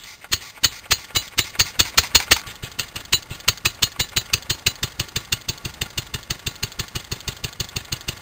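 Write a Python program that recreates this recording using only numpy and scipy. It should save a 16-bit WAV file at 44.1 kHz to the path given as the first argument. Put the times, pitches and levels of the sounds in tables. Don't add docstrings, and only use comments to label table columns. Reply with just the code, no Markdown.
import sys
import numpy as np
from scipy import signal
from scipy.fft import rfft, irfft, next_fast_len
from scipy.io import wavfile
from scipy.ndimage import uniform_filter1d

SR = 44100
rng = np.random.default_rng(int(sys.argv[2]) if len(sys.argv) > 2 else 0)


def makeup_ratio(level_db):
    decades = np.asarray(level_db, float) / 20
    return 10 ** decades


def transcribe(signal):
    frames = np.atleast_2d(signal).T
    limited = np.clip(frames, -1, 1)
    pcm = np.round(limited * 32767).astype(np.int16)
    wavfile.write(sys.argv[1], SR, pcm)


N = 362061


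def evened(x):
    return x / np.sqrt(np.mean(x ** 2) + 1e-20)


def add(mix, s, sound):
    part = mix[round(s * SR):][:len(sound)]
    part += sound[:len(part)]


def coloured(x, points):
    f, db = np.transpose(points)
    size = next_fast_len(N)
    bins_hz = np.fft.rfftfreq(size, 1 / SR)
    gain = makeup_ratio(np.interp(np.log(bins_hz + 1), np.log(f + 1), db))
    return irfft(rfft(x, size) * evened(gain), size)[:N]


def modes(x, table):
    out = 0
    for hz, width, db in table:
        r = np.exp(-np.pi * width / SR)
        c = r * np.cos(2 * np.pi * hz / SR)
        ringing = signal.lfilter([1, -c], [1, -2 * c, r ** 2], x + 1e-18)
        out = out + makeup_ratio(db) * 2 * (1 - r) * ringing
    return out


def wander(length):
    once = uniform_filter1d(rng.standard_normal(N), int(length))
    return evened(uniform_filter1d(once, int(length)))


# (exhaust opens [s], blast peaks after [ms], blast [dB],
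# silencer song [dB], its lead tone [Hz])
FIRINGS = [(0.314, 20.3, -12, -35, 4380), (0.6318, 17, -10, -32, 3950), (0.904, 16.6, -9, -28, 4180),
           (1.147, 16.7, -11.5, -28, 4030), (1.3747, 17.4, -10.5, -30.5, 3970),
           (1.5898, 13.3, -9, -28.5, 4470), (1.7891, 14.1, -7.5, -33.5, 4420),
           (1.9732, 11.3, -5.5, -35.5, 4320), (2.1453, 11, -5, -27.5, 4350),
           (2.3072, 12.3, -4.5, -30.5, 4460), (2.4627, 8, -32.7, -51, 2260),
           (2.6234, 16, -31.5, -46.5, 2520), (2.7848, 12.7, -16, -39, 2850), (2.954, 9.9, -19.5, -50, 2760),
           (3.1224, 10.9, -11, -25.5, 3980), (3.299, 15, -34, -46, 2700), (3.4758, 10.6, -10, -36, 4530),
           (3.6479, 11.5, -10, -32, 4050), (3.82, 11.8, -10.5, -31, 4280),
           (3.9914, 11.3, -13.5, -30.5, 4000), (4.161, 10.6, -12.5, -30, 4040),
           (4.329, 10, -12.5, -36, 4740), (4.4937, 11.7, -13.5, -33.9, 4250),
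           (4.6607, 9.5, -11, -32.5, 4030)]
# (exhaust opens [s], firings counted [-])
GOVERNED = [(4.826, 0), (5.1554, 2), (5.9729, 7), (6.7882, 12), (7.4354, 16), (8.0776, 20)]
GOVERNED_DB = [-15.5, -16.5, -16, -14.5, -17, -21, -18.5, -16.5, -19.5, -17, -18, -17, -16.5, -18, -19,
               -18.5, -19.5, -19, -20, -17.5, -18]
GOVERNED_PEAK_MS = 9.4


def firings():
    blast_db = np.array(GOVERNED_DB)
    opened, counted = np.transpose(GOVERNED)
    opens = np.interp(np.arange(len(blast_db)), counted, opened)
    governed = np.c_[opens, GOVERNED_PEAK_MS + 0 * opens, blast_db]
    return np.r_[np.array(FIRINGS)[:, :3], governed]


FIRST_S, LAST_S = -0.083, 8.24


def openings():
    return np.r_[FIRST_S, firings()[:, 0], LAST_S]


# (share of the cycle [-], exhaust port [dB], carburettor [dB],
# gear load [dB])
FLOW = [(0, -25, -22, 5), (.04, 4, -34, 2.5), (.15, -1, 1, 7), (.26, 0.5, -16, 0.5), (.3, 2, -18, 3),
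        (.34, -0.5, 1.5, 5), (.42, -27, 2, -2), (.5, -30, 1.5, -1.5), (.58, -7, -2, 0.5),
        (.63, -17, -12, -3), (.78, -20, -16, 0.5), (.9, -29, -26, -5), (1, -51, -9, -0.5)]


def by_angle(column):
    opens, table = openings(), np.transpose(FLOW)
    angle = np.interp(np.arange(N) / SR, opens, np.arange(len(opens))) % 1
    return np.interp(angle, table[0], table[column])


# (time [s], intake suction [dB], spent gas flow [dB])
THROTTLE = [(0, -43, -47), (.4, -40, -45.5), (1.43, -40, -41), (1.64, -35, -44), (2.35, -31.5, -51),
            (2.5, -50, -38.5), (2.67, -58, -39), (2.83, -45, -39), (3, -55, -44), (3.17, -47, -41),
            (3.35, -53, -44), (3.52, -46.5, -46), (4.2, -48.5, -43), (5, -50.5, -45), (6, -51, -51),
            (7, -50, -44.5), (8.2, -53, -43)]


def throttle(s, column):
    table = np.transpose(THROTTLE)
    return np.interp(s, table[0], table[column])


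# (period [s], tick [dB])
TICK_DB = [(.23, -36), (.32, -38), (.4, -59)]
# (suction [dB], knock [dB])
KNOCK_DB = [(-47, -46), (-43, -30), (-39, -28)]
# (time [s], knock [dB])
HARD_KNOCKS = [(1.55, -23.5), (2.28, -25), (2.43, -33), (3.44, -32), (3.79, -34), (3.96, -31), (4.13, -29),
               (4.3, -29.5), (4.47, -35), (5.45, -39), (5.78, -38), (7.25, -37), (7.73, -33), (7.89, -35)]
INLET_SHUTS = .587


def cycles():
    opens = openings()
    start, period = opens[:-1], np.diff(opens)
    suction_db = throttle(start + .27 * period, column=1)
    knock_db = np.interp(suction_db, *np.transpose(KNOCK_DB))
    for s, db in HARD_KNOCKS:
        knock_db[np.searchsorted(opens, s) - 1] = db
    tick_db = np.interp(period, *np.transpose(TICK_DB))
    return np.c_[start + INLET_SHUTS * period, tick_db, suction_db, knock_db]


# (frequency [Hz], density [dB per Hz])
GULP = [(240, -61), (400, -48), (612, -26), (848, -9.5), (1070, -16), (1160, -12), (1580, -17.5),
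        (2030, 1.5), (3100, -9.5), (3490, -3.5), (5400, 0.5), (7020, -41), (11900, -120)]
# (frequency [Hz], density [dB per Hz])
WHEEZE = [(300, -24), (900, -12), (1800, -4), (2700, 4), (3500, 5.5), (4400, -5.5), (5400, -11),
          (7000, -40)]
# (frequency [Hz], width [Hz], level [dB])
SHELL = [(1812, 173, -2), (2810, 20, -14), (2930, 17, -24), (3508, 150, -6.5), (3700, 180, -2),
         (3990, 28, 5.5), (4190, 96, 2.5), (4400, 79, -2.5), (4560, 16.7, -3.5), (4600, 44, -31)]
# (frequency [Hz], width [Hz], level [dB])
BLOCK = [(873, 23, -2.5), (1143, 36, 0.4), (1418, 36, 1), (2100, 95, -3), (2420, 120, -15)]


def strokes():
    t, opens = np.arange(N) / SR, openings()
    middles = opens[:-1] + 0.27 * np.diff(opens)
    suction_db = np.interp(t, middles, cycles()[:, 2])
    gulp_db = suction_db + by_angle(2) + 1.2 * wander(280)
    wheeze_db = throttle(t, column=2) + by_angle(1) + 1.0 * wander(90)
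    noise = rng.standard_normal((2, N))
    wheeze = coloured(noise[1], WHEEZE) + makeup_ratio(-1) * modes(noise[1], SHELL)
    casting = modes(noise[0] * makeup_ratio(2.2 * wander(380)), BLOCK)
    gulp = coloured(noise[0], GULP) + makeup_ratio(7) * casting
    return makeup_ratio(gulp_db) * gulp + makeup_ratio(wheeze_db) * wheeze


# (frequency [Hz], density [dB per Hz])
GEARS = [(18, -37), (30, 1.5), (1180, -5), (1570, -8.5), (1710, -1), (1940, -5.5), (2170, -16.5),
         (2880, -5), (3140, -10), (3420, -8), (5400, -8), (7020, -51), (11900, -120)]
CLATTER_DB, CLATTER_DB_PER_DECADE, CLATTER_PER_SUCTION = -48.3, 22, .3


def clatter():
    t, opens = np.arange(N) / SR, openings()
    speed = np.interp(t, (opens[1:] + opens[:-1]) / 2, 1 / np.diff(opens)) / 6
    load_db = CLATTER_PER_SUCTION * np.maximum(throttle(t, column=1) + 42, 0)
    level = makeup_ratio(CLATTER_DB + CLATTER_DB_PER_DECADE * np.log10(speed) + load_db + by_angle(3))
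    wash = coloured(rng.standard_normal(N), GEARS) * makeup_ratio(2.0 * wander(300))
    struck = rng.random(N) < 300 / SR
    force = makeup_ratio(2.1 * np.minimum(rng.exponential(1, N), 4))
    taps = struck * force * rng.choice([-1, 1], N)
    shake = modes(rng.standard_normal(N), [(46, 44, -2), (64, 22, 0.65), (96, 14, 1.3)])
    return level * (makeup_ratio(2.5) * wash + makeup_ratio(-1.5) * evened(modes(taps, BLOCK)) + makeup_ratio(-1) * evened(shake))


# (frequency [Hz], width [Hz], level [dB])
VALVE = [(3500, 600, -2), (4400, 500, 0), (1900, 500, -6)]
BOUNCE_S, BOUNCE = .005, .6


def valve_gear():
    ticks, clacks, knocks = np.zeros((3, N))
    opens, t = openings(), np.arange(1500) / SR
    second = BOUNCE * (t > BOUNCE_S) * np.exp(-abs(t - BOUNCE_S) / .005)
    landing = np.exp(-t / .0035) + second
    knock = np.minimum(t / 0.002, 1) * np.exp(-t / 0.011)
    spread = rng.standard_normal((len(opens) - 1, 4))
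    for (s, tick_db, _, knock_db), start, period, z in zip(cycles(), opens, np.diff(opens), spread):
        add(ticks, s - .002, makeup_ratio(tick_db + 1.5 * z[0]) * landing)
        add(ticks, start + .3 * period, makeup_ratio(-40 + 2.5 * z[1]) * landing)
        add(clacks, start + .31 * period, makeup_ratio(-35.5 + 2.5 * z[2]) * np.exp(-t / .006))
        add(knocks, start + .818 * period, makeup_ratio(knock_db + 1.5 * z[3]) * knock)
    noise = rng.standard_normal((2, N))
    thud_band = signal.butter(2, [450, 2400], "band", fs=SR)
    thud = signal.lfilter(*thud_band, knocks * noise[1] + 1e-18 * noise[0])
    snap = signal.lfilter(*signal.butter(2, 2700, "high", fs=SR), (ticks + 1e-18) * noise[0])
    clack = makeup_ratio(14) * modes(clacks * noise[1], [(1770, 130, 0)])
    tick = makeup_ratio(13.5) * modes(ticks * noise[0], VALVE) + makeup_ratio(1.5) * snap
    return tick + clack + makeup_ratio(8.5) * modes(knocks * noise[1], BLOCK) + makeup_ratio(3) * thud


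def snorts():
    level, leak = np.zeros((2, N))
    opens, t = openings(), np.arange(3000) / SR
    snort = np.minimum(t / .003, 1) * np.exp(-t / 0.02)
    for (_, _, suction_db, knock_db), start, period in zip(cycles(), opens, np.diff(opens)):
        add(level, start + 0.333 * period, makeup_ratio(2.05 * suction_db + 40) * snort)
        squeeze = np.hanning(int(.17 * period * SR))
        add(leak, start + 0.703 * period, makeup_ratio(knock_db - 7.5) * squeeze)
    blowby = modes(leak * rng.standard_normal(N), [(2210, 470, 7.2)])
    air = level * makeup_ratio(5.4 * wander(80)) * rng.standard_normal(N)
    throat = modes(air, [(960, 220, -1.8), (1500, 360, -2.4), (2320, 270, -0.19)])
    return blowby + makeup_ratio(-6) * coloured(air, GULP) + makeup_ratio(9.5) * throat


MISFIRES = (2.64, 3.315)


def misfired(s):
    return min(abs(s - m) for m in MISFIRES) < .025


# (time [s], level [dB])
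PIPE_DB = [(.3, -23.5), (.9, -20.5), (1.38, -20.8), (1.59, -17.5), (2.31, -19.5), (2.46, -33),
           (2.78, -27.5), (2.96, -28.5), (3.12, -19.5), (5, -19), (5.5, -20.3), (8.2, -19.7)]
SUCK_BACK_DB = -22.5
THUMP_LAG_S, LAG_PER_PERIOD, LAG_S_PER_DB = .0121, .065, .00035


def collapses():
    opens, _, blast_db = firings().T
    strength_lag = LAG_S_PER_DB * np.maximum(blast_db, -19.5)
    lowest = opens + THUMP_LAG_S + LAG_PER_PERIOD * np.diff(openings())[1:] + strength_lag
    pipe_db = np.interp(opens, *np.transpose(PIPE_DB))
    return [(s, SUCK_BACK_DB if misfired(s) else db) for s, db in zip(lowest, pipe_db)]


def thumps():
    out, t = np.zeros(N), np.arange(-1100, 4400) / SR
    for (s, db), (opens, _, blast_db) in zip(collapses(), firings()):
        u = t / (1 + 22 * (s - opens - .016) + .075 * max(blast_db + 10, 0))
        swing = np.where(u < 0, np.exp(u / .022 - (u / .0076) ** 2), np.exp(-u / .0066))
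        turns = np.where(u < 0, np.maximum(150 * u, -.5), 117 * u)
        body_hz = rng.uniform(325, 415)
        body = .27 * np.exp(-(t / .0052) ** 2) * np.cos(2 * np.pi * body_hz * t)
        pulse = swing * np.cos(2 * np.pi * turns) - body
        pulse = pulse - makeup_ratio(-23.5) * np.roll(pulse, 1550) + makeup_ratio(-21) * np.roll(pulse, 1950)
        add(out, s + t[0], makeup_ratio(db + 0.6) * pulse * (1 if misfired(s) else -1))
        crack = np.exp(-((t - t[0] - .01) / .0011) ** 2) * (not misfired(s))
        add(out, opens - .01, -makeup_ratio(-21.5 + .4 * blast_db) * crack)
    return out


LOW_JET_HZ = [2200, 2620, 3050, 3080, 3450]
SOFT_JET_HZ = [2770, 3600, 4370]
JET_UNDER_SONG = .97


def jet_tones(k, pick):
    if k < len(FIRINGS):
        return JET_UNDER_SONG * FIRINGS[k][4], LOW_JET_HZ[np.argmin(pick)]
    return np.array(SOFT_JET_HZ)[np.argsort(pick[:3])]


# (frequency [Hz], density [dB per Hz])
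BLAST = [(290, -4), (500, -10), (667, -20.5), (1200, -11.5), (1510, -12), (2880, 2), (3660, -3), (4010, -9),
         (5400, 2), (7020, -33), (11900, -120)]
# (frequency [Hz], width [Hz], level [dB])
OUTLET = [(1370, 67, -9), (2010, 185, -4), (2850, 470, -3.5), (3600, 260, -5.5), (4380, 740, -1.5)]


def blasts():
    level, roar, tones = np.zeros((3, N))
    t = np.arange(5000) / SR
    jet = makeup_ratio(2.0 * wander(26)) * rng.standard_normal(N)
    picks = rng.random((len(firings()), len(LOW_JET_HZ)))
    for row, (s, peak_ms, blast_db) in enumerate(firings()):
        peak = peak_ms / 1000
        rise = makeup_ratio(-(8.5 + 0.66 * peak_ms) * (1 - t / peak)) * np.minimum(t / 0.0048, 1)
        fall = 0.97 * np.exp(-(t - peak) / 0.0051) + 0.15 * np.exp(-(t - peak) / .014)
        shape = np.where(t < peak, rise, fall)
        add(level, s, makeup_ratio(blast_db) * shape)
        add(roar, s, makeup_ratio(1.5 * blast_db) * shape)
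        puff = makeup_ratio(blast_db) * shape * np.resize(jet[round(s * SR):][:len(t)], len(t))
        favoured = [(hz, 150, -2.0 * k) for k, hz in enumerate(jet_tones(row, picks[row]))]
        add(tones, s, modes(puff, favoured))
    outlet, shell = 0, 0
    for mode in OUTLET:
        outlet = outlet + modes(modes(level * jet * makeup_ratio(3.0 * wander(1500)), [mode]), [mode])
    for mode in SHELL:
        shell = shell + modes(roar * jet * makeup_ratio(3.5 * wander(1500)), [mode])
    growl = modes(roar * jet, [(1290, 520, -3.5)])
    bang = makeup_ratio(1) * coloured(roar * jet, BLAST) + makeup_ratio(4) * growl + makeup_ratio(4) * outlet
    bang = bang + makeup_ratio(8.5) * shell + makeup_ratio(9) * tones
    above_bass = signal.butter(3, 340, "high", fs=SR, output="sos")
    return signal.sosfilt(above_bass, bang)


SONG_HZ = [2900, 3800, 3990, 4200, 4450, 4680]
GOVERNED_SONG_DB, SONG_PER_BLAST_DB = -46.5, 1.5
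SONG_LAG_S = .0105


def songs():
    rows, picks = [], rng.random((len(firings()), len(SONG_HZ)))
    for k, (opens, peak_ms, blast_db) in enumerate(firings()):
        heat = 1 + .025 * (picks[k] - .5)
        tones_hz = np.array(SONG_HZ)[np.argsort(picks[k])] * heat
        steady = GOVERNED_SONG_DB + SONG_PER_BLAST_DB * (blast_db + 18), tones_hz[-1]
        db, lead_hz = FIRINGS[k][3:] if k < len(FIRINGS) else steady
        others_hz = tones_hz[abs(tones_hz - lead_hz) > 170][:3]
        rows.append((opens + peak_ms / 1000 + SONG_LAG_S, db, lead_hz, *others_hz))
    return rows


SONG_OTHERS_DB = -6.5


def rings():
    out, t = np.zeros(N), np.arange(5000) / SR
    chance = rng.random((len(firings()), 4))
    decay = makeup_ratio(-520 * (t - 0.026)) * makeup_ratio(-1500 * np.maximum(t - .055, 0))
    shape = np.minimum(t / 0.0035, 1) * decay
    heights = makeup_ratio(SONG_OTHERS_DB * np.array([0, 1, 1, 1.6]))
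    for (s, db, *tones_hz), starts in zip(songs(), chance):
        chord = sum(h * np.sin(2 * np.pi * (hz * t + p)) for h, hz, p in zip(heights, tones_hz, starts))
        add(out, s - .006, makeup_ratio(db + 0.5) * shape * chord)
    return out * makeup_ratio(2.1 * wander(110))


# (delay [ms], level [dB])
ECHOES = [
    (3.1, -44.5),
    (7.4, -28),
    (35, -29),
    (58, -48),
]


def garden(x):
    taps = np.zeros(4000)
    taps[0] = 1
    for k, (ms, db) in enumerate(ECHOES):
        taps[int(ms * SR / 1000)] += (-1) ** k * makeup_ratio(db)
    return signal.oaconvolve(x, taps)[:N]


def scene():
    engine = strokes() + clatter() + valve_gear() + snorts()
    exhaust = thumps() + garden(blasts() + rings())
    return (engine + exhaust)[None]


def roll_off(x):
    return signal.sosfilt(signal.butter(12, 15940, fs=SR, output="sos"), x)


HOLD = 4


def record(dry):
    heard = signal.lfilter(*signal.butter(1, 18, "high", fs=SR), dry)
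    band = signal.oaconvolve(heard, signal.firwin(161, 5420, fs=SR)[None], "same")
    slow = np.clip(band, -.95, .95)[:, ::HOLD]
    held = np.repeat(slow, HOLD, axis=1)[:, :N]
    smoothing = signal.firwin(301, 15650, window=("kaiser", 8), fs=SR)
    cut = signal.oaconvolve(held, smoothing[None], "same")
    return roll_off(np.clip(cut, -1, 1))


dry = scene()
out = record(dry)
transcribe(out)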